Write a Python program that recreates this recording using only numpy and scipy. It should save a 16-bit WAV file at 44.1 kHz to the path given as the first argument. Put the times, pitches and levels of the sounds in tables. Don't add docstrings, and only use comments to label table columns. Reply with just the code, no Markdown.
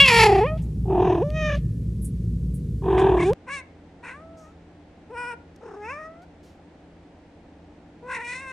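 import sys
import numpy as np
from scipy import signal
from scipy.fft import rfft, irfft, next_fast_len
from scipy.io import wavfile
from scipy.ndimage import uniform_filter1d

SR = 44100
rng = np.random.default_rng(int(sys.argv[2]) if len(sys.argv) > 2 else 0)


def wrap_up_sound(samples):
    columns = np.atleast_2d(samples).T
    tamed = np.clip(columns, -1, 1)
    steps = np.round(tamed * 32767).astype(np.int16)
    wavfile.write(sys.argv[1], SR, steps)


N = 375732
TIME = np.arange(N) / SR
CLEAR_HZ, BREATHY_HZ, HUSKY_HZ = 10500, 6500, 1800


def undb(db):
    return 10 ** (np.asarray(db) / 20)


def unit(x):
    return x / np.sqrt(np.mean(np.abs(x) ** 2))


def colour(hz, points):
    f, db = np.transpose(points)
    return undb(np.interp(np.log(np.maximum(hz, 1)), np.log(f), db))


def resonance(hz, centre_hz, width_hz):
    return 1j * hz * width_hz / (centre_hz ** 2 - hz ** 2 + 1j * hz * width_hz)


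def filtered(x, shape):
    size = next_fast_len(len(x) + 2048)
    hz = np.arange(size // 2 + 1) * SR / size
    return irfft(rfft(x, size) * shape(hz), size)[:len(x)]


def noise(n, shape):
    return unit(filtered(rng.standard_normal(n), shape))


def wander(n, hz):
    return noise(n, lambda f: 1 / (1 + (f / hz) ** 2) ** 2)


def flicker(n, hz):
    return unit(wander(n, hz) + 1j * wander(n, hz))


def background(spectrum, lines, noise_db, lines_db, waver, spread_hz):
    mid = noise(N, lambda f: colour(f, spectrum))
    side = noise(N, lambda f: colour(f, spectrum))
    side = filtered(side, lambda f: (f / (f + spread_hz)) ** 1.8)
    hum = 0
    for hz, db in lines:
        wavering = 1 + waver * flicker(N, 10)
        hum = hum + undb(db) * np.sqrt(2) * np.real(wavering * np.exp(2j * np.pi * hz * TIME))
    return undb(noise_db) * (mid + np.array([side, -side])) + undb(lines_db) * hum


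def humming_room():
    # frequency in Hz, relative noise density in dB
    spectrum = [(20, -30.5), (55, -3.5), (165, 4), (240, -10), (340, -16.5), (480, -24), (750, -50.5),
                (12000, -56), (14500, -76)]
    # frequency of a hum line in Hz, level in dB before lines_db
    lines = [(59.5, -28.5), (113, -34), (171, -40)]
    return background(spectrum, lines, noise_db=-29.0, lines_db=-4.0, waver=0.8, spread_hz=2500)


def quiet_room():
    # frequency in Hz, relative noise density in dB
    spectrum = [(20, -16), (80, -1), (120, -11), (300, -3), (400, -10), (800, -13), (1100, -24),
                (1900, -25), (9000, -48.5), (14000, -81)]
    # frequency of a hum line in Hz, level in dB before lines_db
    lines = [(84.5, -60), (168, -58), (296, -60)]
    return background(spectrum, lines, noise_db=-50.5, lines_db=-0.5, waver=0.4, spread_hz=630)


def rustles():
    # start in seconds, length in seconds,
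    # level in dB before the envelope, centre in Hz, resonance width in Hz
    bursts = [(0.572, 0.048, -53.5, 2675, 1820), (0.618, 0.045, -58.5, 7960, 6050),
              (1.303, 0.0034, -38.5, 2700, 2600), (1.547, 0.054, -47, 2590, 2500),
              (2.013, 0.084, -48.5, 10520, 1994), (2.042, 0.046, -40.5, 9350, 2196),
              (2.537, 0.055, -51.5, 9800, 2970), (2.976, 0.028, -35, 2130, 700),
              (4.364, 0.16, -63, 6150, 3060), (5.56, 0.0084, -57.5, 5500, 4000),
              (6.216, 0.04, -65, 3990, 4000), (6.425, 0.14, -63, 4400, 4990)]
    out = np.zeros(N)
    for s, length, db, centre_hz, width_hz in bursts:
        u = np.arange(int(2 * length * SR)) / (length * SR)
        burst = noise(len(u), lambda f: resonance(f, centre_hz, width_hz) ** 2)
        envelope = np.minimum(u * 10, 1) * np.exp(-2 * u ** 2)
        start = int(s * SR)
        out[start:start + len(u)] += undb(db) * burst * envelope
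    return out


def click():
    # start in seconds, peak in dB, cut-off in Hz
    s, peak_db, cut_hz = (3.3335, -19.5, 3200)
    u = 2 * np.pi * cut_hz * np.clip(TIME - s, 0, .01)
    return undb(peak_db) * u * np.exp(1 - u)


def room(x, t60, wet_db, side_db, early_db):
    # frequency in Hz, side level in dB before side_db
    width = [(350, -25.5), (700, -0.5), (2700, -1.5), (5000, 5.5)]
    early_s, early_hz = .005, 3500
    t = TIME[:SR // 2]
    wet = []
    for _ in range(2):
        tail = noise(len(t), lambda f: 1 / (1 + f / 4000))
        tail = tail * undb(-60 * t / t60) * (t > .006)
        early = noise(len(t), lambda f: f ** 2 / (f ** 2 + early_hz ** 2))
        early = early * np.exp(-t / early_s) * (t > .001)
        response = undb(wet_db) * tail / np.linalg.norm(tail)
        response = response + undb(early_db) * early / np.linalg.norm(early)
        wet.append(signal.fftconvolve(x, response)[:N])
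    side = undb(side_db) * filtered(x, lambda f: 1j * colour(f, width))
    return x + np.array(wet) + np.array([side, -side])


def squeak(curve):
    beat_hz, beat_depth = 495, 0.55
    s, pitches, levels = np.transpose(curve)
    span = (TIME > s[0]) & (TIME < s[-1])
    t = TIME[span]
    pitch = uniform_filter1d(np.interp(t, s, pitches), size=300)
    pitch = pitch * (1 + 0.011 * wander(len(t), 300))
    beat = 2 * np.pi * np.cumsum(beat_hz * (1 + 0.092 * wander(len(t), 200))) / SR
    chop = unit(np.exp(beat_depth * np.cos(beat)))
    whistle = np.sqrt(2) * np.sin(2 * np.pi * np.cumsum(pitch) / SR)
    out = np.zeros(N)
    out[span] = undb(np.interp(t, s, levels)) * chop * whistle
    return out


def creak(t):
    # start in seconds, end in seconds, roughness 0-1, first flutter rate in Hz,
    # last flutter rate in Hz, flutter depth 0-1
    spells = [(0.074, 0.227, 0.56, 41.7, 41, 0.18), (0.236, 0.401, 0.53, 33.04, 31.1, 0.41),
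              (1.499, 1.56, 0.31, 38, 36.4, 0.15), (0.859, 1.187, 0.94, 41.75, 37, 0.51),
              (2.82, 3.233, 0.95, 45.37, 31.94, 0.45), (3.457, 3.485, 0.28, 39.4, 39.7, 0.42),
              (4.039, 4.113, 0.75, 45.2, 40.1, 0.04), (5.335, 5.348, 0.28, 40, 40, 0),
              (5.607, 5.754, 0.88, 36.7, 35.5, 0.46), (5.859, 5.917, 0.02, 38, 35.9, 0.07),
              (8.144, 8.158, 0.14, 42.7, 36, 0.15), (8.332, 8.352, 0.17, 33, 33.6, 0.17)]
    fade_s = 0.038
    clear_roughness = 0.087
    rough, flutter = np.full(len(t), clear_roughness), 0
    for start, end, roughness, first_hz, last_hz, depth in spells:
        gate = np.clip(1 + np.minimum(t - start, end - t) / fade_s, 0, 1)
        progress = np.clip((t - start) / (end - start), 0, 1)
        beats = first_hz * (t - start) + np.cumsum((last_hz - first_hz) * progress ** 2) / SR
        rough = np.maximum(rough, roughness * gate)
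        flutter = flutter + depth * gate * np.exp(2j * np.pi * beats)
    return rough, flutter


def quaver(t):
    # middle in seconds, length in seconds, rate in Hz, swing as a share of the pitch
    spells = [(8.143, 0.185, 53, 0.071), (5.29, 0.21, 11.36, 0.014)]
    factor = 1
    for s, length, hz, swing in spells:
        envelope = np.cos(np.pi * np.clip((t - s) / length, -.5, .5))
        factor = factor + swing * envelope * np.cos(2 * np.pi * hz * (t - s))
    return factor


def larynx(t, pitch, jitter):
    sag = 0.13
    scatter = 0.17
    rough, flutter = creak(t)
    flutter = flutter * (1 + scatter * wander(len(t), 60))
    puffs = (1 + flutter.real) / np.sqrt(1 + np.abs(flutter) ** 2 / 2)
    unsteady = jitter * rough * wander(len(t), 220) + 0.0035 * wander(len(t), 50)
    pitch = pitch * quaver(t) * (1 - sag * flutter.imag + unsteady)
    return 2 * np.pi * np.cumsum(pitch) / SR, puffs, rough


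def mouth_shape(t, shapes, closed_hz):
    # time fully open in seconds, opening time before it
    # in seconds, hold in seconds, closing time in seconds, opening 0-1, open mouth resonance in Hz
    gapes = [(0, .01, 0.037, 0.14, 1, 2900), (0.128, .05, 0.098, 0.11, 0.39, 2130),
             (0.301, .05, 0.15, 0.073, 0.12, 1808), (0.474, 0.035, 0.018, 0.039, 0.31, 2148),
             (1.046, 0.13, 0.14, 0.042, 0.56, 921), (1.368, 0.19, 0.18, 0.073, 0.96, 1860),
             (2.985, 0.011, 0.0097, 0.054, 0.39, 1011), (3.223, 0.07, 0.047, 0.064, 0.54, 1028),
             (3.531, 0.094, 0.069, 0.037, 0.83, 2070), (4.046, 0.041, 0.08, 0.14, 0.59, 1760),
             (4.454, .07, .04, .05, 0.32, 1382), (5.179, 0.047, 0.14, 0.035, 0.53, 1366),
             (5.849, 0.055, 0.017, 0.085, 0.34, 2550), (5.894, 0.03, 0.011, 0.17, 0.47, 2610),
             (6.028, 0.13, 0.038, 0.025, 0.32, 1870), (8.121, 0.066, 0.049, 0.054, 0.65, 1570),
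             (8.148, 0.028, 0.017, 0.051, 0.75, 2080), (8.206, 0.046, 0.025, .03, 0.55, 1860),
             (8.247, 0.018, 0.017, 0.027, 0.7, 2380), (8.285, 0.14, 0.085, 0.27, 0.87, 2100),
             (8.479, 0.099, 0.038, 0.12, 0.67, 1560)]
    opening, mouth_hz = 0, closed_hz
    for s, rise, hold, fall, size, open_hz in gapes:
        gape = np.clip(np.minimum(1 + (t - s) / rise, 1 - (t - s - hold) / fall), 0, 1)
        opening = np.maximum(opening, size * gape)
        mouth_hz = np.maximum(mouth_hz, closed_hz + (open_hz - closed_hz) * gape)
    steps = np.linspace(0, 1, len(shapes))
    return [np.interp(opening, steps, column) for column in np.transpose(shapes)], mouth_hz


def voicing(t, call, shapes, closed_hz, effort, treble_effort, octave_slope_db,
            creak_mouth_db, creak_treble_db):
    octave_pitch_hz = 500
    s, pitches, levels = np.transpose(call)
    pitch = uniform_filter1d(np.interp(t, s, pitches), size=220)
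    level = uniform_filter1d(np.interp(t, s, levels), size=220)
    (first, second, mouth, treble), mouth_hz = mouth_shape(t, shapes, closed_hz)
    rough, _ = creak(t)
    below_peak = level - levels.max()
    overtones = level + effort * below_peak
    first_db = level + first
    second_db = overtones + second + octave_slope_db * np.log2(pitch / octave_pitch_hz)
    mouth_db = overtones + mouth + creak_mouth_db * rough
    treble_db = overtones + treble + treble_effort * below_peak + creak_treble_db * rough
    return pitch, level, first_db, second_db, mouth_db, mouth_hz, treble_db


def meow(call, shapes, throat, mouth_width_hz, jitter, rasp, airy_hz, ring_db, **voice_rules):
    span = (TIME >= call[0][0]) & (TIME <= call[-1][0])
    t = TIME[span]
    (pitch, level_db, first_db, second_db,
     mouth_db, mouth_hz, treble_db) = voicing(t, call, shapes, **voice_rules)
    phase, puffs, rough = larynx(t, pitch, jitter)
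    k = np.arange(1, 33)[:, None]
    hz = k * pitch
    smear = rasp * rough ** 2 * (hz / 2300) ** 2 + (hz / airy_hz) ** 5
    smear = np.minimum(smear, hz / 1500)
    skirt = np.array([flicker(len(t), 65 * (order + 1)) for order in k[:, 0]])
    pulsing = skirt * (1 + .5 * np.cos(phase))
    swell = (1 + np.sqrt(smear) * pulsing) / np.sqrt(1 + smear)
    stagger = np.pi * k ** 2 / 3
    lines = np.sqrt(2) * np.real(swell * np.exp(1j * k * phase - 1j * stagger))
    low = lines[0] * undb(first_db) + lines[1] * undb(second_db)
    low = filtered(low, lambda f: f ** 4 / (f ** 4 + 190 ** 4))
    upper = 1 / (1 + (3450 / hz) ** 24)
    mouth = np.abs(resonance(hz, mouth_hz, mouth_width_hz)) * (1 - upper) * (k > 2)
    throat_gain = colour(hz, throat)
    gains = 0
    for band, db in ((mouth, mouth_db), (upper, treble_db)):
        gains = gains + band * undb(db) / np.linalg.norm(band * throat_gain, axis=0)
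    high = filtered((gains * lines).sum(axis=0), lambda f: colour(f, throat))
    ring_hz = mouth_hz + .17 * mouth_width_hz * wander(len(t), 250)
    ring = np.sin(2 * np.pi * np.cumsum(ring_hz) / SR) * undb(level_db + ring_db) * rough ** 2
    voice = (low + ring) * puffs + high * np.abs(puffs) ** 0.65
    fade = np.clip(np.minimum(t - t[0], t[-1] - t) / 0.003, 0, 1)
    out = np.zeros(N)
    out[span] = voice * fade
    return out


def tabby():
    # time in seconds, pitch in Hz, level in dB before the mouth shape
    short_mew = [(3.465, 478, -45.5), (3.495, 531, -37), (3.539, 574.3, -37.5), (3.589, 535, -40.5),
                 (3.62, 502, -49.5)]
    raspy_mew = [(4.025, 467, -51), (4.042, 495, -47), (4.09, 488, -44.5), (4.125, 520, -47),
                 (4.18, 600, -47), (4.235, 648, -46.5), (4.31, 658, -49), (4.4, 648, -48.5),
                 (4.455, 614, -50), (4.49, 652, -53.5), (4.52, 660, -52)]
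    level_mew = [(5.09, 465, -56.5), (5.106, 421, -40), (5.126, 501, -41), (5.14, 497, -37),
                 (5.158, 460.5, -36.5), (5.186, 487, -35), (5.308, 481, -36.5), (5.342, 469, -37),
                 (5.365, 470, -64)]
    rising_meow = [(5.61, 445, -47), (5.68, 447, -39.5), (5.7, 397.5, -43.5), (5.798, 414, -39.5),
                   (5.834, 418, -37), (5.872, 447.5, -36), (5.902, 517, -35.5), (5.93, 571.5, -37),
                   (6.0, 626, -38.5), (6.06, 639, -40.5), (6.144, 660, -49), (6.204, 688, -53),
                   (6.245, 756, -51)]
    begging_meow = [(8.025, 471, -44.5), (8.068, 503, -40), (8.112, 516.4, -34), (8.158, 499, -36),
                    (8.204, 455, -37), (8.222, 496, -38), (8.236, 470, -39.5), (8.322, 495, -39.5),
                    (8.364, 511, -41), (8.422, 538, -42), (8.52, 515, -40)]
    # fundamental, octave, mouth and treble levels,
    # all in dB relative to the call
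    plain_mouth = [(-0.5, -6.5, -16.5, -38), (-9.5, -1, 0, -24), (-16, -6, 6.5, -3.5)]
    hummed_mouth = [(1.5, -11.5, -40, -39), (-13, 0.5, -0.5, -25), (-2, -9, 5, -16)]
    # frequency in Hz, relative gain in dB
    plain_throat = [(2700, 24), (3200, 6), (3950, 6.5), (4750, -6), (5700, 3.5), (6700, -3), (8000, 1.5),
                    (9400, -0.5), (10400, -18), (12500, -43)]
    nasal_throat = [(1450, 20), (1950, 16.5), (2450, 22.5), (2950, 15.5), (3400, -1), (4500, -6), (5500, 7),
                    (6700, -18), (7700, 1), (9400, 2), (10400, -16), (12500, -39)]
    rounded_throat = [(1250, 41), (1450, 40), (2650, 21.5), (3200, 0), (4300, -18), (5300, -1), (6200, -6),
                      (7600, -13), (9000, -12), (10200, -30), (12500, -41)]
    calls = [(short_mew, plain_mouth, plain_throat, CLEAR_HZ),
             (raspy_mew, hummed_mouth, plain_throat, BREATHY_HZ),
             (level_mew, plain_mouth, nasal_throat, CLEAR_HZ),
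             (rising_meow, plain_mouth, rounded_throat, CLEAR_HZ),
             (begging_meow, plain_mouth, plain_throat, BREATHY_HZ)]
    out = np.zeros(N)
    for call, mouth, throat, airy_hz in calls:
        out += meow(call, mouth, throat, mouth_width_hz=430, jitter=0.054, rasp=4.5,
                    airy_hz=airy_hz, ring_db=-19, closed_hz=1410, effort=0.15, treble_effort=0.1,
                    octave_slope_db=2.5, creak_mouth_db=7.5, creak_treble_db=11.0)
    return out


def small_cat():
    # time in seconds, pitch in Hz, level in dB before the mouth shape
    loud_meow = [(0, 555, -6.5), (.03, 557.5, -11), (.055, 539, -15), (.064, 523, -12.5), (.073, 530, -19),
                 (.085, 508.5, -9.5), (.096, 510, -16.5), (.12, 466, -13.5), (.15, 467.8, -12.5),
                 (.25, 432.7, -10), (.29, 409, -15), (.39, 382.5, -18.5), (.43, 435, -18),
                 (.474, 613, -25.5), (.52, 628.6, -30.5), (.575, 642, -43.5)]
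    trill_meow = [(0.85, 386, -40), (0.902, 380.5, -22), (1.01, 353.5, -17), (1.044, 374.6, -19.5),
                  (1.098, 355.5, -18), (1.152, 363.6, -20.5), (1.162, 342, -23.5), (1.208, 341, -22),
                  (1.226, 475, -17.5), (1.238, 569, -27.5), (1.33, 617, -35), (1.365, 627, -28.5),
                  (1.46, 611.3, -24), (1.552, 575.6, -27.5), (1.58, 601, -39)]
    trill = [(2.82, 395.8, -33), (2.87, 366.5, -22), (2.918, 393.7, -18), (2.948, 371, -17.5),
             (3.066, 384, -15), (3.246, 346.2, -21), (3.302, 413, -14.5), (3.335, 595, -28)]
    # fundamental, octave, mouth and treble levels,
    # all in dB relative to the call
    loud_mouth = [(4, -5.5, -22.5, -36), (-13, -8, 0, -17), (-20, -16.5, 1, -19)]
    trill_mouth = [(-0.5, -14, -32.5, -53.5), (-0.4, -15.5, -25, -31), (-3.5, -5.5, -1.5, -18)]
    # frequency in Hz, relative gain in dB
    wide_throat = [(1000, 0), (1330, 2), (1560, -11), (1800, 2), (2250, -1), (2600, 4), (3050, -5),
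                   (3350, 2), (3750, -5), (4300, 3), (5500, -3), (6400, -13), (7000, -8), (7900, -10),
                   (8900, -25), (10200, -10), (11400, -14), (12300, -33), (14600, -33)]
    small_throat = [(1080, 4), (1370, 0.5), (1680, 13.5), (1900, 9.5), (2150, 0), (2480, 16), (3000, 11),
                    (3700, 14.5), (4400, 2), (5500, 10), (6300, 13), (7200, -4.5), (8500, -17), (9500, -12),
                    (10500, -25), (13500, -36)]
    trill_throat = [(1100, 1.5), (1370, -8.5), (1680, 10.5), (1880, 1.5), (2130, -7), (2450, 6), (3000, 2),
                    (3500, 9.5), (4200, -0.5), (7000, 1.5), (9400, 1.5), (10500, -31), (12000, -52)]
    # time in seconds,
    # pitch in Hz, level in dB
    whistles = [
        [(.33, 2590, -48), (.352, 2750, -34), (.362, 2545, -48), (.372, 2720, -41), (.388, 2500, -39),
         (.405, 2410, -46)],
        [(3.172, 1745, -46), (3.186, 2076, -41), (3.196, 2337, -34), (3.21, 1984, -33), (3.226, 2260, -31),
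         (3.24, 2100, -39), (3.254, 2400, -38), (3.28, 2500, -51)],
    ]
    out = meow(loud_meow, loud_mouth, wide_throat, mouth_width_hz=810, jitter=0.035, rasp=1.0,
               airy_hz=CLEAR_HZ, ring_db=-14.5, closed_hz=1700, effort=0.023, treble_effort=0.7,
               octave_slope_db=-11.5, creak_mouth_db=-0.5, creak_treble_db=20)
    out += meow(trill_meow, trill_mouth, small_throat, mouth_width_hz=520, jitter=0.037, rasp=3.0,
                airy_hz=CLEAR_HZ, ring_db=-8.5, closed_hz=838, effort=0.31, treble_effort=0,
                octave_slope_db=-13.5, creak_mouth_db=0, creak_treble_db=-12.5)
    out += meow(trill, trill_mouth, trill_throat, mouth_width_hz=510, jitter=0.03, rasp=3.0,
                airy_hz=HUSKY_HZ, ring_db=-8.5, closed_hz=935, effort=0.46, treble_effort=0,
                octave_slope_db=-9.5, creak_mouth_db=11.5, creak_treble_db=6.0)
    return out + sum(squeak(curve) for curve in whistles)


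def scene():
    change_s, crossfade_s = 3.338, 0.00051
    first = humming_room()
    first += room(small_cat(), t60=0.97, wet_db=-34.5, side_db=-17.0, early_db=-11.5)
    second = quiet_room()
    to_left = undb([[.7], [-.7]])
    second += room(tabby(), t60=0.35, wet_db=-18, side_db=-16.5, early_db=-3) * to_left
    change = np.clip((TIME - change_s) / crossfade_s, 0, 1)
    return first * (1 - change) + second * change + click() + rustles()


def record(dry):
    top_hz = 15400
    low_pass = signal.ellip(8, .2, 80, top_hz, fs=SR, output="sos")
    return signal.sosfilt(low_pass, np.clip(dry, -1, 1))


dry = scene()
out = record(dry)
wrap_up_sound(out)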